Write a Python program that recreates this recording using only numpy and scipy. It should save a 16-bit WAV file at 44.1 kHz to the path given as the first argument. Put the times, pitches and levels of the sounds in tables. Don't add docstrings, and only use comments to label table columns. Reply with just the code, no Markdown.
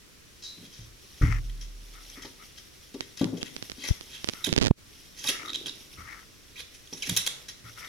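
import sys
import numpy as np
from scipy import signal
from scipy.io import wavfile
from scipy.ndimage import uniform_filter1d, minimum_filter1d

SR = 44100
rng = np.random.default_rng(int(sys.argv[2]) if len(sys.argv) > 2 else 0)


def unload_wav(signal):
    wavfile.write(
        sys.argv[1],
        SR,
        np.round(np.clip(np.atleast_2d(signal).T, -1, 1) * 32767).astype(np.int16),
    )


N = 347508
TIME = np.arange(N) / SR

# peak_s, level_db, pocket_hz, build_up_s, decay_s
SMACK_EVENTS = [(0.663, -39.5, 3420, 0.014, 0.0062), (0.728, -42, 5550, 0.0081, 0.13),
                (1.498, -34.5, 1480, 0.00098, 0.0022), (1.611, -34.5, 5600, 0.0013, 0.028),
                (2.101, -29.5, 5700, 0.0015, 0.0017), (2.223, -31.5, 5370, 0.0021, 0.012),
                (2.254, -33.5, 4930, 0.0048, 0.0087), (2.583, -34, 5360, 0.0073, 0.01),
                (2.943, -32.5, 5060, .001, 0.0049), (3.029, -39.5, 2000, 0.015, 0.028),
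                (3.174, -29, 5100, 0.0019, 0.012), (3.194, -28, 4560, 0.0012, 0.0089),
                (3.214, -28, 1120, 0.0024, 0.012), (3.378, -34, 5100, 0.0051, 0.0066),
                (3.419, -31, 2886, 0.0095, 0.0036), (3.459, -33.5, 1980, 0.0098, 0.023),
                (3.855, -28.5, 4400, 0.039, 0.011), (3.887, -23.5, 5640, 0.015, 0.011),
                (4.149, -33, 2960, 0.032, 0.036), (4.446, -15.5, 5900, 0.0016, 0.003),
                (4.468, -19, 3660, 0.011, 0.004), (5.192, -32, 6170, 0.012, 0.033),
                (5.241, -22.5, 5300, 0.00074, 0.01), (5.271, -22, 3750, 0.0061, 0.013),
                (5.2911, -13, 3080, 0.005, 0.0017), (5.299, -16, 5500, 0.023, 0.0071),
                (5.665, -24, 2820, 0.0013, 0.0086), (5.684, -31, 5050, 0.022, .014),
                (6.604, -28, 3870, 0.021, 0.01), (6.748, -37.5, 10800, .004, 0.01),
                (6.928, -31.5, 5000, 0.0011, 0.008), (6.982, -35, 10800, 0.018, 0.01),
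                (7.031, -27.5, 3970, 0.0052, 0.015), (7.074, -24, 6000, 0.0097, 0.0039),
                (7.097, -11.5, 3420, 0.0028, 0.0026), (7.1656, -4, 3700, 0.00043, 0.00048),
                (7.172, -7, 6050, 0.0007, 0.0054), (7.181, -21.5, 3700, 0.002, 0.024),
                (7.265, -13.5, 5700, 0.001, 0.0024), (7.2754, -11, 3580, 0.003, 0.0012),
                (7.484, -26.5, 5470, 0.00047, 0.016)]
# start_s, level_db, pitch_hz, length_s, glide (pitch factor), width_hz
SQUIRT_EVENTS = [(0.422, -36, 4900, 0.03, 0.89, 2000), (0.434, -37.5, 4940, 0.15, 1.02, 1820),
                 (0.435, -37.5, 3780, 0.25, 1.08, 450), (3.8375, -18, 2270, 0.0091, 0.85, 55.56),
                 (3.849, -33, 2120, 0.052, 1, 648.1), (4.441, -12.5, 3890, 0.012, 0.92, 150),
                 (4.444, -19, 1526, 0.01, 1.9, 100), (6.557, -41, 2160, 0.08, 1.24, 486),
                 (6.872, -30, 3890, 0.0092, 0.76, 216), (6.93, -24.5, 5060, 0.018, 1.22, 302.4),
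                 (7.0215, -17, 3360, 0.029, 0.6, 70), (7.036, -34, 2174, 0.039, 1.4, 248)]
# start_s, level_db, pitch_hz
BUBBLE_EVENTS = [(5.4584, -31.5, 3650), (5.4823, -29, 3860), (5.494, -28, 3650), (5.5019, -25.5, 3820),
                 (5.5321, -23, 3650), (5.5443, -24, 3900), (5.549, -21.5, 3250), (5.5542, -29, 3660),
                 (5.557, -19.5, 3750), (5.569, -40, 3620), (5.6594, -25, 3440), (5.682, -29, 3800),
                 (5.6938, -27, 3850), (7.169, -17, 3980), (7.27, -25, 3400), (7.2746, -15, 3580),
                 (7.846, -36, 3550)]
# time_s, level_db
SLIDING_LEVEL = [(0.0, -67.5), (0.46, -56.5), (0.61, -54.5), (0.94, -55.5), (1.25, -48), (1.38, -56.5),
                 (1.69, -58), (2.13, -47.5), (2.24, -52.5), (2.79, -55.5), (3.49, -53), (3.58, -47),
                 (4.19, -51), (4.34, -46.5), (4.54, -49), (4.67, -92), (4.91, -53.5), (5.22, -51.5),
                 (5.35, -42), (5.42, -53), (5.55, -47.5), (5.75, -53), (5.88, -49), (6.3, -57.5),
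                 (6.98, -54), (7.11, -35), (7.18, -43), (7.31, -48), (7.55, -58), (7.88, -45.5)]
# time_s, left_minus_right_db
WORK_PLACE = [(0.4, 1), (2.2, 1), (3.4, 5), (3.85, 3.5), (4.45, -7.5), (5.3, -2.5), (7.1, -2.5), (7.5, -1)]
# start_s, level_db, centre_hz, spread_octaves
THUD_EVENTS = [(0.58, -45, 199, 0.52), (0.627, -46.5, 242, 0.55), (0.791, -38.5, 88, 0.74),
               (1.213, -11.5, 68, 1.1), (1.227, -12.5, 100, 0.61), (1.234, -25.5, 256, 0.278),
               (1.283, -25, 133, 0.59), (2.174, -41.5, 322, 0.31), (2.247, -38, 350, 0.66),
               (2.944, -31.5, 339, 0.47), (3.2121, -14, 258, 0.56), (3.2463, -22.5, 225, 0.464),
               (3.3306, -24.5, 232, 0.51), (3.354, -39.5, 260, 0.68), (3.781, -40.5, 297, 0.36),
               (3.839, -40, 366, 0.81), (4.472, -24, 325, 0.45), (4.48, -30.5, 146, 0.2),
               (5.246, -37, 393, 1.2), (5.287, -32, 356, 0.54), (5.659, -41, 304, 0.75),
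               (5.982, -43.5, 138, 1.16), (6.926, -36, 310, 0.67), (7.076, -40, 285, 0.26),
               (7.093, -32.5, 190, 0.6), (7.642, -43, 141, 0.68)]
# mode_hz, level_db, t60_s
TUB_MODES = [(38.3, 5, 1.88), (45.2, 7, 0.76), (78.4, 1.5, 0.43), (112, 7.5, 0.5), (134.2, -15.5, 1),
             (168.5, 5.5, 0.18), (228, 1.5, 0.092), (260, -0.5, 0.24), (277, 2.5, 0.17), (310.4, -17, 0.49),
             (360, -8.5, 0.3), (400, -1, 0.18), (467.4, -8, 0.207), (551, -1.5, 0.12), (855, 13.5, 0.073),
             (940, 2, 0.43), (1151, 16.5, 0.095)]
# start_s, level_db, length_s, centre_hz
DRAG_EVENTS = [(0.56, -55, 0.18, 190), (3.216, -53, 0.1, 930), (3.252, -48.5, 0.21, 377),
               (3.835, -60, 0.14, 470), (5.292, -53.5, 0.57, 300), (5.948, -50.5, 0.15, 75),
               (7.08, -37.5, 0.072, 137), (7.091, -51, 0.07, 315)]
# start_s, level_db, length_s, resonance_hz, width_hz
RUB_STROKES = [(1.21, -37.5, 0.076, 1390, 260), (1.215, -40.5, 0.13, 1950, 1300),
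               (1.299, -38.5, 0.1, 2080, 1000), (1.932, -55, 0.12, 1300, 198), (2.151, -51, .16, 1930, 900),
               (2.387, -53.5, 0.069, 1280, 200), (4.331, -52.5, 0.14, 1310, 200),
               (5.28, -43.5, 0.14, 1730, 500), (5.386, -42, 0.072, 2100, 300),
               (5.441, -44, 0.094, 1320, 249), (5.972, -47, 0.11, 1280, 250),
               (6.063, -43.5, 0.11, 1900, 700), (6.126, -51.5, 0.13, 1380, 600),
               (7.637, -52.5, 0.095, 1330, 250), (7.761, -50.5, 0.086, 1340, 300),
               (7.804, -44, 0.092, 2030, 496)]
# spike_s, level_db
SNAP_EVENTS = [(3.0078, -3.5), (3.2438, -7), (3.43, -4.5), (3.5653, -8.5), (3.626, -9), (3.6988, -10.5),
               (3.7183, -10.5), (3.8886, -8.5), (4.0106, -14), (4.2444, -3.5), (4.275, -13), (4.2885, 1.5),
               (4.297, -8), (4.336, -11), (4.492, -8), (4.5279, 1.5), (4.538, -8), (4.5639, 0),
               (4.573, -24), (4.5788, 2), (4.5794, -3.5), (4.5844, -14), (4.5863, -2), (4.6017, -16),
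               (4.6077, -28), (4.6137, -3.5), (4.618, -2.5), (4.6228, -11), (4.6243, -4.5), (4.6273, -2),
               (4.6294, -16), (4.635, -6), (4.6422, -6), (4.6434, -8), (4.6492, -13), (4.6516, -4.5),
               (4.6532, -12), (4.6614, -2), (4.665, -14), (4.6688, -0.5), (4.6699, -5.5), (4.672, -8),
               (4.6817, -5.5)]
# time_s, push_vs_spike_db
GRIP_PUSH = [(4.34, -18.5), (4.565, -14), (4.585, -9)]
# centre_s, right_dent_db, left_swing_db, half_length_s
BUMP_EVENTS = [(3.911, -10.5, -8.5, 0.0025), (4.711, 7.5, -11, 0.0013), (4.7113, -2.5, -7, 0.0004)]
# freq_hz, level_db (per Hz)
SLIME_COLOUR = [(40, -50), (150, -1), (400, -8.5), (900, -13.5), (1600, -3), (2500, -3), (3500, 3.5),
                (4500, -1), (5900, 3), (7200, -1.5), (8200, -17), (9700, -8), (12000, -18.5), (16000, -35)]
# freq_hz, level_db (per Hz)
SMEAR_COLOUR = [(200, -2), (400, -4.5), (850, -9.5), (1500, -15.5), (2300, -8.5), (3400, -1.5),
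                (4500, -9.5), (5700, 3.5), (6700, -18.5), (8300, -11), (10000, -6), (13000, -9),
                (16000, -26)]
# freq_hz, level_db (per Hz)
CASE_COLOUR = [(700, -15), (1100, -7), (1320, 5.5), (1600, -8), (1900, 4), (2200, 2), (2600, -19),
               (3200, -27), (5600, -11.5), (9000, -31)]
# freq_hz, level_db (per Hz)
GRIT_COLOUR = [(120, 7), (700, -8), (2200, -12.5), (5500, -22.5), (12000, -43)]
# freq_hz, level_db (per Hz)
HUSH_COLOUR = [(20, 2.5), (40, 6), (70, 6), (170, -5.5), (400, -10.5), (800, -26), (1200, -20), (2100, -19),
               (3400, -20.5), (5800, -20), (8300, -26), (11000, -27.5), (16000, -34.5)]
# freq_hz, t60_s
BATHROOM_DECAY = [(100, 0.063), (250, 0.85), (700, 0.94), (1800, 0.52), (4600, 0.41), (9000, 0.38),
                  (16000, 0.14)]

FILMS_PER_S, FILM_ABOVE_SLIDING_DB, FILM_HZ, FILM_RISE_S, FILM_DECAY_S = 5.1, 4, 5300, 0.0025, .008
FOAM_PER_S, FOAM_LOW_HZ, FOAM_HIGH_HZ, FOAM_CYCLES, FOAM_SPREAD_DB = 990, 1900, 7020, 2.8, 2.5


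def amp(db):
    return 10 ** (np.asarray(db) / 20)


def unit(x):
    return x / np.sqrt(np.mean(x ** 2) + 1e-20)


def read(points, hz):
    f, value = np.transpose(points)
    return np.interp(np.log(hz + 1), np.log(f + 1), value)


def sides(balance_db):
    gains = amp([[balance_db / 2], [-balance_db / 2]])
    return gains / gains.mean()


def place(s):
    return sides(np.interp(s, *np.transpose(WORK_PLACE)))


def add(mix, s, sound):
    part = mix[:, max(round(s * SR), 0):][:, :sound.shape[1]]
    part += sound[:, :part.shape[1]]


def colour(x, spectrum):
    log_gain = np.log(amp(read(spectrum, abs(np.fft.fftfreq(2048, 1 / SR)))))
    taps = np.fft.ifft(np.exp(np.conj(signal.hilbert(log_gain)))).real[:1024]
    return signal.oaconvolve(x, taps[None], axes=1)[:, :x.shape[1]]


def resonate(x, hz, width_hz):
    turn = np.exp(2j * np.pi * np.cumsum(hz * np.ones(x.shape[-1])) / SR)
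    r = np.exp(-np.pi * width_hz / SR)
    return (turn * signal.lfilter([1 - r], [1, -r], x / turn)).real


def resonate_twice(x, hz, width_hz):
    return resonate(resonate(x, hz, width_hz), hz, width_hz)


def crackle(size, per_s, spread_db):
    chance, strength, sign = rng.random((3, size))
    pop_db = spread_db * np.minimum(-np.log(1 - strength), 4)
    return unit((chance < per_s / SR) * np.sign(sign - .5) * amp(pop_db))


def wobble(size, over_s):
    span = max(int(over_s * SR), 1)
    return unit(uniform_filter1d(uniform_filter1d(rng.standard_normal(size), span), span))


def stroke(length, attack_s=0.013, release_share=0.38):
    t = np.arange(int(length * SR)) / SR
    return np.minimum(t / attack_s, 1) * np.minimum((1 - t / length) / release_share, 1)


def smearing(froth, level_db=-2.0, per_s=3000, spread_db=3.0, fizz_db=-2, foam_db=-4,
             clump_db=2, clump_s=0.031, apart=1.0):
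    shared = crackle(N, per_s, spread_db)
    pops = shared + apart * np.array([crackle(N, per_s, spread_db) for _ in range(2)])
    fizzing = unit(pops) + amp(fizz_db) * rng.standard_normal((2, N))
    sound = unit(colour(fizzing, SMEAR_COLOUR)) + amp(foam_db) * froth
    clumped = unit(sound * amp(clump_db * wobble(N, clump_s)))
    return clumped * amp(level_db + np.interp(TIME, *np.transpose(SLIDING_LEVEL)))


def foam(count=24):
    t, out = np.arange(SR // 60) / SR, np.zeros(N)
    for hz in np.geomspace(FOAM_LOW_HZ, FOAM_HIGH_HZ, count):
        age = hz * t / FOAM_CYCLES
        ring = amp(read(SLIME_COLOUR, hz)) * age * np.exp(-age) * np.sin(2 * np.pi * hz * t) * np.sqrt(hz)
        out += signal.oaconvolve(crackle(N, FOAM_PER_S / count, FOAM_SPREAD_DB), ring)[:N]
    return unit(out)


def smacks(froth, foam_db=-3, per_s=5000, spread_db=3.5, pocket_db=-4, pocket_width_hz=1000, crest_db=9,
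           spray_db=-5.0, spray_growth=0.43, spray_hz=10500, typical_db=-28):
    out, t = np.zeros((2, N)), np.arange(-SR // 10, SR // 8) / SR
    treble = signal.butter(2, spray_hz, "high", fs=SR)
    for s, db, hz, rise, decay in SMACK_EVENTS + films():
        swell = np.exp(np.minimum(t, 0) / rise - np.maximum(t, 0) / decay)
        bubbling = unit(froth.take(int(s * SR) + np.arange(len(t)), mode="wrap"))
        popping = unit(colour(crackle(len(t), per_s, spread_db)[None], SLIME_COLOUR))
        pops = swell * (popping + amp(foam_db) * bubbling)
        pocket = amp(pocket_db) * unit(resonate(pops, hz, pocket_width_hz))
        spray = amp(spray_db + spray_growth * (db - typical_db)) * unit(signal.lfilter(*treble, pops))
        burst = unit(unit(pops) + pocket + spray)
        add(out, s + t[0], amp(db - crest_db) * place(s) * burst * np.sqrt(np.mean(swell ** 2)))
    return out


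def films():
    when, pitch = rng.random((2, 100))
    times = (np.arange(len(when)) + when) / FILMS_PER_S
    events = []
    for s, p in zip(times, pitch):
        if s < TIME[-1]:
            db = np.interp(s, *np.transpose(SLIDING_LEVEL)) + FILM_ABOVE_SLIDING_DB
            events.append((s, db, FILM_HZ * 2 ** ((p - .5) / 2), FILM_RISE_S, FILM_DECAY_S))
    return events


def squirts(frothy_hz=400, overtone_db=-8, spit_db=-13, crest_db=6, waver=0.01, attack_s=0.0025,
            fade_power=1.95, settle_share=0.3):
    out = np.zeros((2, N))
    for s, db, hz, length, glide, width in SQUIRT_EVENTS:
        u = np.linspace(0, 1, int(length * SR))
        rough = np.clip(width / frothy_hz, 0, 1)
        air, flutter = rng.standard_normal((2, SR // 2))[:, :len(u)]
        pitch = hz * glide ** (1 - np.exp(-u / settle_share))
        wavering = pitch * (1 + waver * unit(uniform_filter1d(flutter, size=40)))
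        phase = 2 * np.pi * np.cumsum(wavering) / SR
        overtones = sum(amp(overtone_db + read(SLIME_COLOUR, k * pitch)) * np.sin(k * phase)
                        for k in range(2, 5))
        clean = unit(np.sin(phase) + overtones)
        spit = amp(spit_db) * unit(colour(air[None], SLIME_COLOUR))
        froth = unit(resonate_twice(air, pitch, width)) + spit
        swell = np.minimum(u * length / attack_s, 1) * (1 - u) ** fade_power
        blend = np.sqrt(1 - rough) * clean + np.sqrt(rough) * froth
        add(out, s, amp(db - crest_db) * place(s) * swell * blend)
    return out


def bubbles(rise_s=0.00066, climb_per_s=12, spit_db=-10):
    out, t = np.zeros((2, N)), np.arange(SR // 50) / SR
    swell = t / rise_s * np.exp(1 - t / rise_s)
    for s, db, hz in BUBBLE_EVENTS:
        ring = np.sin(2 * np.pi * np.cumsum(hz * (1 + climb_per_s * (t - 2 * rise_s))) / SR)
        spit = unit(colour(rng.standard_normal((1, len(t))), SLIME_COLOUR))
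        add(out, s, amp(db) * place(s) * swell * (ring + amp(spit_db) * spit))
    return out


def thuds(slap_db=-11, slap_s=0.016, contact_s=0.0019, skirt_db=-23):
    out, t = np.zeros((2, N)), np.arange(3 * SR // 2) / SR
    hz, mode_db, t60 = np.transpose(TUB_MODES)[:, :, None]
    modes = amp(mode_db - 60 * t / t60) * np.sin(2 * np.pi * hz * t)
    grid = np.geomspace(20, 16000, 40)
    for s, db, centre, spread in THUD_EVENTS:
        hump = np.exp(-.5 * (np.log2(grid / centre) / spread) ** 2)
        skirt = amp(skirt_db) * (grid > centre) / (1 + (grid / centre / 2) ** 2)
        force = hump + skirt
        ring = (-np.interp(hz, grid, force) * modes).sum(0)
        splash = rng.standard_normal((1, len(t))) * np.exp(-t / slap_s)
        slap = colour(splash, np.c_[grid, 20 * np.log10(force)])
        blow = ring / abs(ring).max() + amp(slap_db) * slap / abs(slap).max()
        blow = blow * (1 - np.exp(-t / contact_s))
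        blow = signal.lfilter(*signal.butter(2, centre / 4, "high", fs=SR), blow)
        add(out, s, amp(db) * place(s) * blow / abs(blow).max())
    return out


def dragging(per_s=300, spread_db=3, width_share=0.66):
    out = np.zeros((2, N))
    for s, db, length, hz in DRAG_EVENTS:
        mutter = resonate_twice(crackle(SR, per_s, spread_db), hz, width_share * hz)
        swell = stroke(length)
        add(out, s, amp(db) * place(s) * swell * unit(mutter[:len(swell)]))
    return out


def rubbing(balance_db=9, per_s=900, spread_db=3, apart=1.0, wander=0.029, wander_s=0.023,
            judder_db=3, judder_s=0.0015, sing_db=-5):
    out = np.zeros((2, N))
    for s, db, length, hz, width in RUB_STROKES:
        jerks = crackle(SR // 2, per_s, spread_db) + apart * rng.standard_normal((2, SR // 2))
        slips = jerks * amp(judder_db * wobble(SR // 2, judder_s))
        pitch = hz * (1 + wander * wobble(SR // 2, wander_s))
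        singing = unit(resonate_twice(slips, pitch, width))
        rasp = unit(colour(slips, CASE_COLOUR)) + amp(sing_db) * singing
        swell = stroke(length)
        add(out, s, amp(db) * sides(balance_db) * swell * unit(rasp[:, :len(swell)]))
    return out


def handling(spike_s=.000045, push_s=0.00043, push_scatter_db=2, leak=-0.28, rebound=0.72,
             rebound_s=0.000045, tip_db=-20, tip_growth=0.24, grit_db=-11, grit_s=0.0033):
    out, t = np.zeros((2, N)), np.arange(-SR // 50, SR // 50) / SR
    after = np.maximum(t, 0)
    push = -np.gradient(after ** 4 * np.exp(-after / push_s))
    spike = np.exp(-.5 * (t / spike_s) ** 2) - rebound * np.exp(-.5 * (t / rebound_s - 1) ** 2)
    for (s, db), chance in zip(SNAP_EVENTS, rng.uniform(-1, 1, 100)):
        push_db = np.interp(s, *np.transpose(GRIP_PUSH)) + push_scatter_db * chance
        tip = amp(tip_db + tip_growth * db) * (t == 0)
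        snap = spike + tip + amp(push_db) * push / abs(push).max()
        grinding = unit(colour(rng.standard_normal((1, len(t))), GRIT_COLOUR))
        grit = amp(push_db + grit_db) * np.exp(-abs(t) / grit_s) * grinding
        add(out, s + t[0], amp(db) * np.array([[leak], [1]]) * (snap + grit))
    return out


def bumps(low_cut_hz=45):
    out, t = np.zeros((2, N)), np.arange(-SR // 25, SR // 25) / SR
    for s, dent_db, swing_db, half in BUMP_EVENTS:
        u = t / half
        swing = u * np.exp(.5 - .5 * u ** 2)
        dent = np.exp(-abs(u) / 2) - 2 * np.exp(-abs(u))
        add(out, s + t[0], np.array([amp(swing_db) * swing, amp(dent_db) * dent]))
    return signal.lfilter(*signal.butter(1, low_cut_hz, "high", fs=SR), out)


def reflect(x, t60, delay_s, length_s):
    taps = rng.standard_normal((2, SR)) * (np.arange(SR) > delay_s * SR)
    hz, t, z = signal.stft(taps, SR, nperseg=128)
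    fading = z * amp(-60 * t / read(t60, hz)[:, None])
    tail = signal.istft(fading, SR, nperseg=128)[1][:, :int(length_s * SR)]
    return signal.oaconvolve(x, tail / np.linalg.norm(tail, axis=1, keepdims=True), axes=1)[:, :N]


def hush(level_db=-54, apart=4.1, mono_hz=300):
    own = signal.lfilter(*signal.butter(1, mono_hz, "high", fs=SR), rng.standard_normal((2, N)))
    return amp(level_db) * unit(colour(rng.standard_normal(N) + apart * own, HUSH_COLOUR))


def scene(direct_db=-2, walls_db=-4, room_db=-7, knock_room_db=-14):
    froth = foam()
    wet = smacks(froth) + squirts() + bubbles()
    knocks = thuds() + dragging()
    wall_decay = [(100, 0.028), (16000, 0.013)]  # freq_hz, t60_s
    near = amp(direct_db) * wet + amp(walls_db) * reflect(wet, wall_decay, 0.0011, .1)
    room = reflect(amp(room_db) * wet + amp(knock_room_db) * knocks, BATHROOM_DECAY, 0.0085, 0.98)
    return near + knocks + room + smearing(froth) + rubbing() + handling() + bumps() + hush()


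def record(dry, limit_db=-2.5, overshoot=1.4, hold_s=0.046, settle_s=.003, recover_db_per_s=550, edge_hz=16400):
    loudness_db = 20 * np.log10(uniform_filter1d(abs(dry).max(0), size=24) + 1e-6)
    over_db = np.maximum(loudness_db - limit_db, 0)
    half = int(hold_s * SR / 2)
    held_db = -minimum_filter1d(-over_db, 2 * half + 1, origin=half)
    fall = TIME * recover_db_per_s
    recovering_db = np.maximum.accumulate(overshoot * held_db + fall) - fall
    lag = np.exp(-1 / (settle_s * SR))
    slow_db = signal.lfilter([1 - lag], [1, -lag], recovering_db)
    clipped = np.clip(dry / amp(np.maximum(held_db, slow_db)), -.9, .9)
    band_limit = signal.firwin(511, edge_hz, window=("kaiser", 9), fs=SR)
    return signal.oaconvolve(clipped, band_limit[None], "same")


dry = scene()
out = record(dry)
unload_wav(out)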